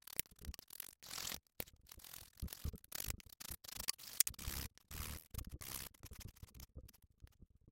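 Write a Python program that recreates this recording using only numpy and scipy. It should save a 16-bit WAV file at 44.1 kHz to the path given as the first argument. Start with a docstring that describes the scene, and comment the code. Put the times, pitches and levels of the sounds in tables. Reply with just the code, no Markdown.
"""Quick bench work, close up in a dry room, hurried as in fast motion.
First a scalpel picks and scrapes a label off a thin metal strip: gritty friction, ticks as the tip snaps free.
Near 3.9 s the scalpel clatters down, at 4.2 s the strip; the bench damps their ring at once.
From 4.4 s a paper towel rubs the strip and sweeps up the shavings. Hands bump the bench throughout."""
import sys
import numpy as np
from scipy import signal
from scipy.io import wavfile
from scipy.ndimage import map_coordinates

SR = 44100
rng = np.random.default_rng(int(sys.argv[2]) if len(sys.argv) > 2 else 0)


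def master(y):
    """Save y as 16-bit WAV."""
    cut = np.clip(np.atleast_2d(y).T, -1, 1)
    pcm = np.round(cut * 32767)  # scale
    wavfile.write(sys.argv[1], SR, pcm.astype(np.int16))


N = 340011
TIME_S = np.arange(N) / SR
SHEEN_HZ, CUTOFF_HZ = 8000, 16100  # noise is "body" below SHEEN_HZ, "sheen" above

# Evenly paced strokes; table levels are relative throughout. Each row: first and last stroke in seconds,
# stroke count, start, middle and end level in dB, sheen offset in dB, stroke length in seconds,
# drag offset in dB, bench push in dB.
BLADE_SCRAPE_RUNS = [ (0.0767, .131, 3, -48, -49.5, -46, 3, 0.003, -65, -69),
                     (0.391, .481, 4, -58, -57, -58.5, 3.5, 0.0027, -59, -46.5),
                     (0.682, 0.782, 5, -66, -50.5, -57.5, 4, 0.003, -59, -93),
                     (0.803, 0.931, 7, -47, -50.5, -58.5, 4, .0024, -56, -88),
                     (1.042, 1.345, 14, -54, -41, -45, -5, 0.0053, -10.5, -57.5),
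                     (1.617, 1.682, 4, -56.5, -82, -61, -3, 0.018, -20, -59),
                     (1.87, 1.943, 4, -66.5, -53, -57, 1, 0.0039, -20, -78),
                     (1.998, 2.282, 13, -59, -51, -62, 2, 0.0054, -16, -66),
                     (2.354, 2.422, 4, -86, -52.5, -52, 0.5, 0.0019, -61, -79),
                     (2.485, 2.688, 10, -54.5, -55, -54, -0.5, 0.0074, -30, -81),
                     (2.9252, 2.984, 3, -47, -40, -43.5, 1, 0.0051, -50, -65),
                     (3.004, 3.106, 6, -42.5, -45.5, -47, 3.5, 0.0034, -40, -54),
                     (3.206, 3.33, 5, -70, -61, -52, 2.5, 0.0037, -44, -72.5),
                     (3.414, 3.488, 3, -44.5, -45.5, -44.5, -2.5, 0.0071, -48.5, -67),
                     (3.651, 3.838, 6, -48.5, -43.5, -42.5, -1, 0.0076, -59, -75),
                     (3.998, 4.174, 10, -53, -53, -49.5, -0.5, 0.0093, -23, -68.5)]
PAPER_RUB_RUNS = [ (4.393, 4.658, 19, -49, -43.5, -46.5, -0.5, 0.0051, -19, -38),
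                  (4.914, 5.163, 20, -50.5, -45.5, -50, -1, 0.0045, -18.5, -38),
                  (5.173, 5.261, 8, -51.5, -61, -61.5, 6, 0.0023, -27, -69),
                  (5.624, 5.868, 17, -49.5, -46.5, -49, 1.5, 0.005, -20, -51)]
# Lone strokes. Each row: middle in seconds, level in dB, sheen offset in dB, length in seconds.
LONE_SCRAPES = [(.02, -57, -3, 0.0022), (.0535, -68, 3, 0.0017), (.1846, -64, 22, 0.0025),
                (.27, -72, 9, .0025), (.315, -64, 9, .004), (.6297, -61, -4, 0.01),
                (1.468, -63, -0.5, .0016), (1.765, -65, -7, 0.0018), (2.7577, -68.5, 14.5, 0.0014),
                (2.7807, -59, 8, 0.0014), (2.8444, -52, 3, 0.0017), (3.5179, -51, 6.5, 0.0084),
                (3.5432, -51, 6.5, 0.0051), (3.8815, -48, 7, 0.002), (3.9375, -53.5, 6, 0.0058),
                (4.199, -62.5, 11, 0.008), (4.288, -50, 1, 0.0078), (4.3431, -49, -3.5, 0.0039)]
LONE_WIPES = [(4.81, -66, 2.5, 0.008), (5.3494, -53, 3, 0.0066), (5.3894, -45.5, 3, 0.0066),
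              (5.4479, -53, 3, 0.0019), (5.5203, -60.5, 1, 0.0083), (5.9484, -57.5, -4, 0.0049),
              (5.9791, -64, 2, .002), (6.0335, -48, -11, 0.0014), (6.1339, -59, 4, 0.0038),
              (6.064, -52, -1.5, 0.01), (6.1578, -57, 1.5, 0.014), (6.2158, -52.5, -2, 0.013),
              (6.2874, -59, -1, 0.011), (6.3717, -60.5, -2, .01), (6.4344, -62.5, -2, 0.0088),
              (6.4877, -61.5, -0.5, 0.013), (6.6006, -49.5, 0, 0.0017), (6.6326, -55, -2.5, 0.012),
              (6.8916, -56.5, 4.5, 0.0048), (6.9491, -64.5, 0, 0.015), (7.025, -68, 6.5, .0028),
              (7.33, -69.5, -4, 0.012)]
# Hard contacts. Each row: start in seconds, level in dB, sheen offset in dB.
SHARP_TICKS = [(.1649, -44.5, -2), (.1947, -34, 10.5), (.2585, -53.5, -3), (.4491, -46.5, 5),
               (.5905, -46.5, 11), (.7548, -56.5, 22.5), (.8007, -52.5, 14.5), (.8293, -47, 0),
               (.845, -52, 5), (.888, -55, 19), (1.0267, -51.5, 5), (1.3184, -37, -3), (1.3442, -39.5, 2),
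               (1.3643, -46.5, 2.5), (1.6252, -48.5, 12), (1.9191, -49.5, 4), (2.5285, -42, 5),
               (2.9568, -41, 3), (3.0033, -43, 11), (3.0456, -50, 4), (3.0844, -53, 12), (3.1035, -35, 1),
               (3.2024, -46, 2), (3.3265, -60.5, 15.5), (4.7756, -50.5, -12.5), (5.6116, -49, -6),
               (5.7178, -46, -5), (5.7463, -46, 9.5), (6.8845, -72.5, -5), (7.2025, -69, -22),
               (7.274, -56.5, 4.5)]
STRIP_KNOCKS = [(.1947, -41, 4.5), (1.6024, -36, 3.5)]
SCALPEL_HITS = [(.5414, -41, 0.5), (3.8828, -35, 3), (3.8928, -31, -19), (3.8948, -26, 2.5)]
STRIP_HITS = [(4.2032, -34.5, 20), (4.2065, -23.5, 6.5), (4.2094, -23.5, -20), (4.2703, -44.5, 13.5),
              (4.2736, -32.5, 6.5)]
# A hand lands or shifts on the bench. Each row: time in seconds, jostle length in seconds, level in dB.
HAND_BUMPS = [(0.326, 0.00017, -49), (.44, .068, -47), (1.335, .045, -54), (1.605, 0.00017, -50),
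              (1.742, 0.002, -53), (1.983, 0.00075, -46), (2.224, 0.00022, -51.5), (2.434, .03, -36),
              (2.659, .026, -34), (2.742, .013, -36.5), (3.069, .036, -39.5), (3.145, 0.00037, -41),
              (3.188, 0, -44), (3.27, 0, -49.5), (3.512, .03, -44), (3.78, .036, -47), (4.293, .034, -51.5),
              (5.35, 0.00055, -37.5), (5.385, 0, -35.5), (5.417, 0.00091, -39), (5.478, 0.002, -40),
              (5.533, .03, -40.5), (5.616, 0, -41.5), (6.049, 0.0057, -39.5), (6.119, .014, -41.5),
              (6.197, 0, -46), (6.258, 0.009, -40.5), (6.293, 0, -46), (6.436, 0.0055, -43.5),
              (6.559, .078, -50.5), (6.776, .013, -40), (6.841, .02, -48.5), (7.246, 0.00059, -48),
              (7.423, 0.0076, -54.5), (7.685, 0.0048, -46)]
# Finger activity curve. Each row: time in seconds, rustle level in dB, nudge level in dB.
FIDGET_CURVE = [(0, -73.5, -80), (0.221, -76, -80.5), (.5, -77, -50), (.66, -88.5, -78),
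                (1.101, -94.5, -65), (1.53, -88.5, -75.5), (1.8, -87.5, -57.5), (2.15, -77.5, -58),
                (2.7, -66.5, -60), (2.9, -93, -59), (3.6, -97, -71), (4.299, -85, -64), (4.74, -84.5, -63),
                (5.25, -74, -60.5), (5.899, -82, -58.5), (6.55, -69.5, -55.5), (6.72, -93.5, -55),
                (7.7, -95.5, -59.5)]
# Struck modes. Each row: frequency in Hz, level in dB, T60 in seconds.
SCALPEL_RING_MODES = [(1154, -15.5, 0.041), (1884, -11, 0.015), (2950, -10, 0.0091), (3430, -26, 0.016),
                      (4630, -1.5, 0.0156), (5170, -7, 0.01), (15540, -6, 0.0186), (14900, -24.5, .017)]
STRIP_RING_MODES = [(1964, -20.5, .018), (2160, -12.5, .017), (5070, -19.5, 0.011), (5400, -23.5, 0.016),
                    (6912, 1.5, 0.023), (8200, -14, 0.028), (7600, -13.5, 0.017), (10550, -13, .022),
                    (10200, -9, 0.014), (9800, -18, .02)]
BENCH_THUD_MODES = [(67, -1, 0.038), (107, -8.5, 0.039), (182, -9.5, 0.033), (288, -19, 0.034),
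                    (350.4, -24.5, 0.02), (450, -25.5, 0.054), (1180, -35, 0.035)]
# Resonances of the working blade. Each row: centre in Hz, width in Hz, gain in dB.
BLADE_PEAKS = [(4530, 150, -6.5), (5730, 330, -12), (7230, 1900, -5.5), (10660, 350, 6.5),
               (13200, 410, -3.5)]
# Noise spectra. Each row: frequency in Hz, spectral density in dB.
BLADE_SPECTRUM = [(60, -1), (150, 6), (400, -0.5), (800, 0), (1600, 2.5), (2600, 0.5), (3800, 4.5),
                  (4800, 5), (7000, -1), (9300, -4), (11000, -5.5), (13000, 1), (15800, -3)]
PAPER_SPECTRUM = [(60, 9.5), (200, 4.5), (650, -4.5), (1150, 1.5), (1600, -1.5), (2050, 0.5), (2600, 0),
                  (4000, -2.5), (5400, 1.5), (9500, -4.5), (12000, 0.5), (15800, -5)]
TICK_SPECTRUM = [(60, 9), (300, 13.5), (700, 3), (1100, -16), (1800, 11), (3500, 1), (5200, 7), (7000, -2),
                 (9500, -10), (12000, -12.5), (15800, 1.5)]
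STEEL_SPECTRUM = [(60, -13.5), (400, -11.5), (1500, -20), (2100, 7.5), (4000, -5.5), (5300, 6), (8200, 1),
                  (9900, -2.5), (11200, -8), (14800, -5), (15800, -1.5)]
KNOCK_SPECTRUM = [(60, 18.5), (300, 15.5), (550, 10), (1000, -28), (2200, 8), (3800, -1), (8000, -6.5),
                  (11500, -1.5), (15800, 1.5)]
RUSTLE_SPECTRUM = [(60, 8), (400, -1.5), (1200, -1.5), (3000, -1), (7000, -1), (12000, 2), (15800, -6.5)]
ROOM_SPECTRUM = [(20, 11.5), (70, -5), (150, -9), (300, -18), (700, -34), (2000, -35.5), (6000, -42),
                 (15800, -42.5)]


def blade():
    """The edge drags over glue and metal."""
    power = stroke_power(LONE_SCRAPES) + run_power(BLADE_SCRAPE_RUNS, hard_edge=True)
    return from_db(-0.5) * friction(power, BLADE_SPECTRUM, grit_db=4, grit_s=.0006, peaks=BLADE_PEAKS)


def paper():
    """Soft fibres rub more evenly than steel."""
    power = stroke_power(LONE_WIPES) + run_power(PAPER_RUB_RUNS, hard_edge=False)
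    return from_db(-1) * friction(power, PAPER_SPECTRUM, grit_db=3, grit_s=.0007)


def friction(power, spectrum, grit_db, grit_s, peaks=()):
    """Countless tiny slips make a gritty hiss and excite the tool's resonances."""
    bands = np.array(noise_bands(spectrum))
    body, sheen = bands + resonate(bands, peaks)
    hiss = np.sqrt(power[0]) * unit_rms(body) + np.sqrt(power[1]) * unit_rms(sheen)
    grains = np.clip(rng.standard_normal(N // 4), -2, 2)
    flicker_db = grit_db * np.interp(TIME_S / grit_s, np.arange(len(grains)), grains)
    return unit_rms(from_db(flicker_db)) * hiss


def stroke_power(strokes):
    """Friction power (body, sheen): each stroke swells and fades as the hand speeds up and stops."""
    power = np.zeros((2, N))
    t = np.arange(-SR // 40, SR // 40) / SR
    for middle_s, db, sheen_db, length_s in strokes:
        swell = .5 ** ((2 * t / length_s) ** 2)
        add(power[0], middle_s + t[0], from_db(db) ** 2 * swell)
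        add(power[1], middle_s + t[0], from_db(db + sheen_db) ** 2 * swell)
    return power


def run_power(runs, hard_edge):
    """Friction power (body, sheen) of runs: evenly paced strokes over the tool's light drag."""
    strokes, drag = [], np.zeros((2, N))
    for first_s, last_s, count, *effort_db, run_sheen_db, length_s, drag_db, _ in runs:
        along = np.linspace(0, 1, count)
        times_s = first_s + along * (last_s - first_s)
        effort_curve = np.polyfit([0, .5, 1], effort_db, 2)
        scatter_db = rng.uniform(-1, 1, (count, 2))
        body_db = np.polyval(effort_curve, along) + scatter_db[:, 0]
        sheen_db = run_sheen_db + scatter_db[:, 1]
        strokes += zip(times_s, body_db, sheen_db, [length_s] * count)
        t = np.arange(first_s, times_s[-1], 1 / SR)
        for band, band_db in zip(drag, (body_db, body_db + sheen_db)):
            add(band, first_s, np.interp(t, times_s, from_db(band_db + drag_db) ** 2))
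    if hard_edge:  # touches down for 1 ms just before each swell
        strokes += [(middle_s - 1.3 * length_s, db - 9, sheen_db, .001)
                    for middle_s, db, sheen_db, length_s in strokes]
    return stroke_power(strokes) + drag


def sharp_ticks(crack_db, ring_db):
    """The tip snaps free, the strip taps, or a wipe gives a brief sharp burst: a short crack sets the blade
    ringing."""
    cracks = contacts(SHARP_TICKS, TICK_SPECTRUM, crack_t60_s=.0046, tail_db=-17, tail_t60_s=.025)
    return from_db(crack_db) * cracks + from_db(ring_db) * resonate(cracks, BLADE_PEAKS)


def steel_clatter(hits, modes, crack_db, ring_db):
    """Steel chatters on the bench, which damps its ring at once."""
    cracks = contacts(hits, STEEL_SPECTRUM, crack_t60_s=.014, tail_db=-30.5, tail_t60_s=.022)
    out = from_db(crack_db) * cracks
    for start_s, db, _ in hits:
        add(out, start_s, from_db(db + ring_db) * strike(modes, scatter_db=1.5, detune=.004))
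    return out


def strip_knocks():
    """The strip knocks dully on the bench top."""
    return contacts(STRIP_KNOCKS, KNOCK_SPECTRUM, crack_t60_s=.012, tail_db=-29, tail_t60_s=.02)


def contacts(events, spectrum, crack_t60_s, tail_db, tail_t60_s):
    """Each hard contact is a sharp crack with a short, weaker tail."""
    body, sheen = noise_bands(spectrum, size=SR)
    t, out = TIME_S[:SR // 16], np.zeros(N)
    decay = from_db(-60 * t / crack_t60_s) + from_db(tail_db - 60 * t / tail_t60_s)
    for start_s, db, sheen_db in events:
        for band, band_db in ((body, db), (sheen, db + sheen_db)):
            offset = rng.integers(SR - len(t))
            burst = band[offset:offset + len(t)] * decay
            attack_rms = np.std(burst[:SR // 500])
            add(out, start_s, from_db(band_db) * burst / attack_rms)
    return out


def strike(modes, scatter_db, detune):
    """One blow on a set of modes; strength and pitch vary at random, as with a changing grip."""
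    t, out = TIME_S[:SR // 16], 0
    for hz, db, t60_s in modes:
        envelope = from_db(db + scatter_db * rng.standard_normal() - 60 * t / t60_s)
        detuned_hz = hz * (1 + detune * rng.standard_normal())
        out += envelope * np.sin(2 * np.pi * detuned_hz * t)
    return out


def resonate(drive, peaks):
    """What a tool's resonances add to the sound that excites them."""
    return sum(from_db(db) * signal.lfilter(*signal.iirpeak(hz, hz / width_hz, SR), drive)
               for hz, width_hz, db in peaks)


def bench_thuds(lead_s, press_s, bump_db, rub_db, jostle_s):
    """Soft pushes set the bench thudding: bumps, small nudges and each stroke of a run."""
    pushes = [(time_s + after_s, db + bump_db) for time_s, length_s, db in HAND_BUMPS
              for after_s in np.linspace(0, length_s, 1 + round(length_s / jostle_s))]
    pushes += fidgets(column=2, count=200, scatter_db=7)
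    for first_s, last_s, count, *_, push_db in BLADE_SCRAPE_RUNS + PAPER_RUB_RUNS:
        along = np.linspace(0, 1, count)
        lean_db = 8 * (along - .5)  # the hand leans in over the run
        return_db = -9 * (np.arange(count)[::-1] % 2)  # return strokes push less
        levels_db = push_db + rub_db + lean_db + return_db + rng.uniform(-2.5, 2.5, count)
        pushes += zip(first_s + along * (last_s - first_s), levels_db)
    out = np.zeros(N)
    for time_s, db in pushes:
        thud = strike(BENCH_THUD_MODES, scatter_db=5, detune=.09)
        onset = np.tanh(TIME_S[:len(thud)] / press_s)  # flesh yields
        add(out, time_s - lead_s, from_db(db) * thud * onset)
    return signal.sosfilt(signal.butter(1, 22, "high", fs=SR, output="sos"), out)


def rustles(gain_db, length_s):
    """Crumbs and fingertips add faint rustles, some dull, some bright."""
    touches = [(time_s, db + gain_db, rng.normal(-2.5, 3.4), length_s)
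               for time_s, db in fidgets(column=1, count=220, scatter_db=5)]
    return friction(stroke_power(touches), RUSTLE_SPECTRUM, grit_db=2.5, grit_s=.0007)


def fidgets(column, count, scatter_db):
    """Small unplanned touches as (seconds, dB) pairs."""
    times_s = (np.arange(count) + rng.random(count)) / count * TIME_S[-1]
    curve = np.transpose(FIDGET_CURVE)
    levels_db = np.interp(times_s, curve[0], curve[column]) + scatter_db * rng.uniform(-1, 1, count)
    return zip(times_s, levels_db)


def room_reflections(direct, wet_db, t60_s):
    """Direct sound plus a faint, quick wash of reflections."""
    t = TIME_S[:SR // 8]
    wash = rng.standard_normal(len(t)) * from_db(-60 * t / t60_s) * (t > .001)
    return direct + from_db(wet_db) * signal.fftconvolve(direct, wash / np.linalg.norm(wash))[:N]


def room_tone(level_db):
    """Faint, low background noise."""
    return from_db(level_db) * unit_rms(sum(noise_bands(ROOM_SPECTRUM)))


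def noise_bands(spectrum, size=N, patch_db=3.5):
    """Shaped noise as (body, sheen); its colour wanders, as when a contact point moves."""
    hz, _, cells = signal.stft(rng.standard_normal(size), SR, nperseg=1024)
    points_hz, points_db = np.transpose(spectrum)
    shape_db = np.interp(np.log(hz + 1), np.log(points_hz), points_db)
    frames = cells.shape[1]
    grid = np.meshgrid(5 * np.log1p(hz / 1000), np.arange(frames), indexing="ij")
    patches = map_coordinates(rng.standard_normal((20, frames)), grid, order=1)
    cells *= from_db(shape_db[:, None] + patch_db * patches)
    return [signal.istft(cells * band[:, None], SR)[1][:size] for band in (hz < SHEEN_HZ, hz >= SHEEN_HZ)]


def from_db(db):
    return 10 ** (np.asarray(db) / 20)


def unit_rms(x):
    return x / np.sqrt(np.mean(x ** 2) + 1e-20)


def add(track, start_s, sound):
    at = int(np.clip(round(start_s * SR), 0, N - 1))
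    track[at:at + len(sound)] += sound[:N - at]


def scene():
    """Mono mix; thuds and room tone bypass the reflections."""
    ticks = sharp_ticks(crack_db=-1.5, ring_db=-1)
    knocks = strip_knocks()
    scalpel = steel_clatter(SCALPEL_HITS, SCALPEL_RING_MODES, crack_db=-5.5, ring_db=1)
    strip = steel_clatter(STRIP_HITS, STRIP_RING_MODES, crack_db=-2.5, ring_db=-11)
    thuds = bench_thuds(lead_s=.0072, press_s=.0034, bump_db=6.5, rub_db=3.5, jostle_s=.015)
    air = room_tone(level_db=-90)
    rubbing = blade() + paper() + rustles(gain_db=4, length_s=.0044)
    direct = rubbing + ticks + knocks + scalpel + strip
    return (room_reflections(direct, wet_db=-22.5, t60_s=.033) + thuds + air)[None]


def record(dry):
    """Steep low-pass on the top treble."""
    return signal.sosfilt(signal.ellip(10, .2, 70, CUTOFF_HZ, fs=SR, output="sos"), dry)


dry = scene()
out = record(dry)
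master(out)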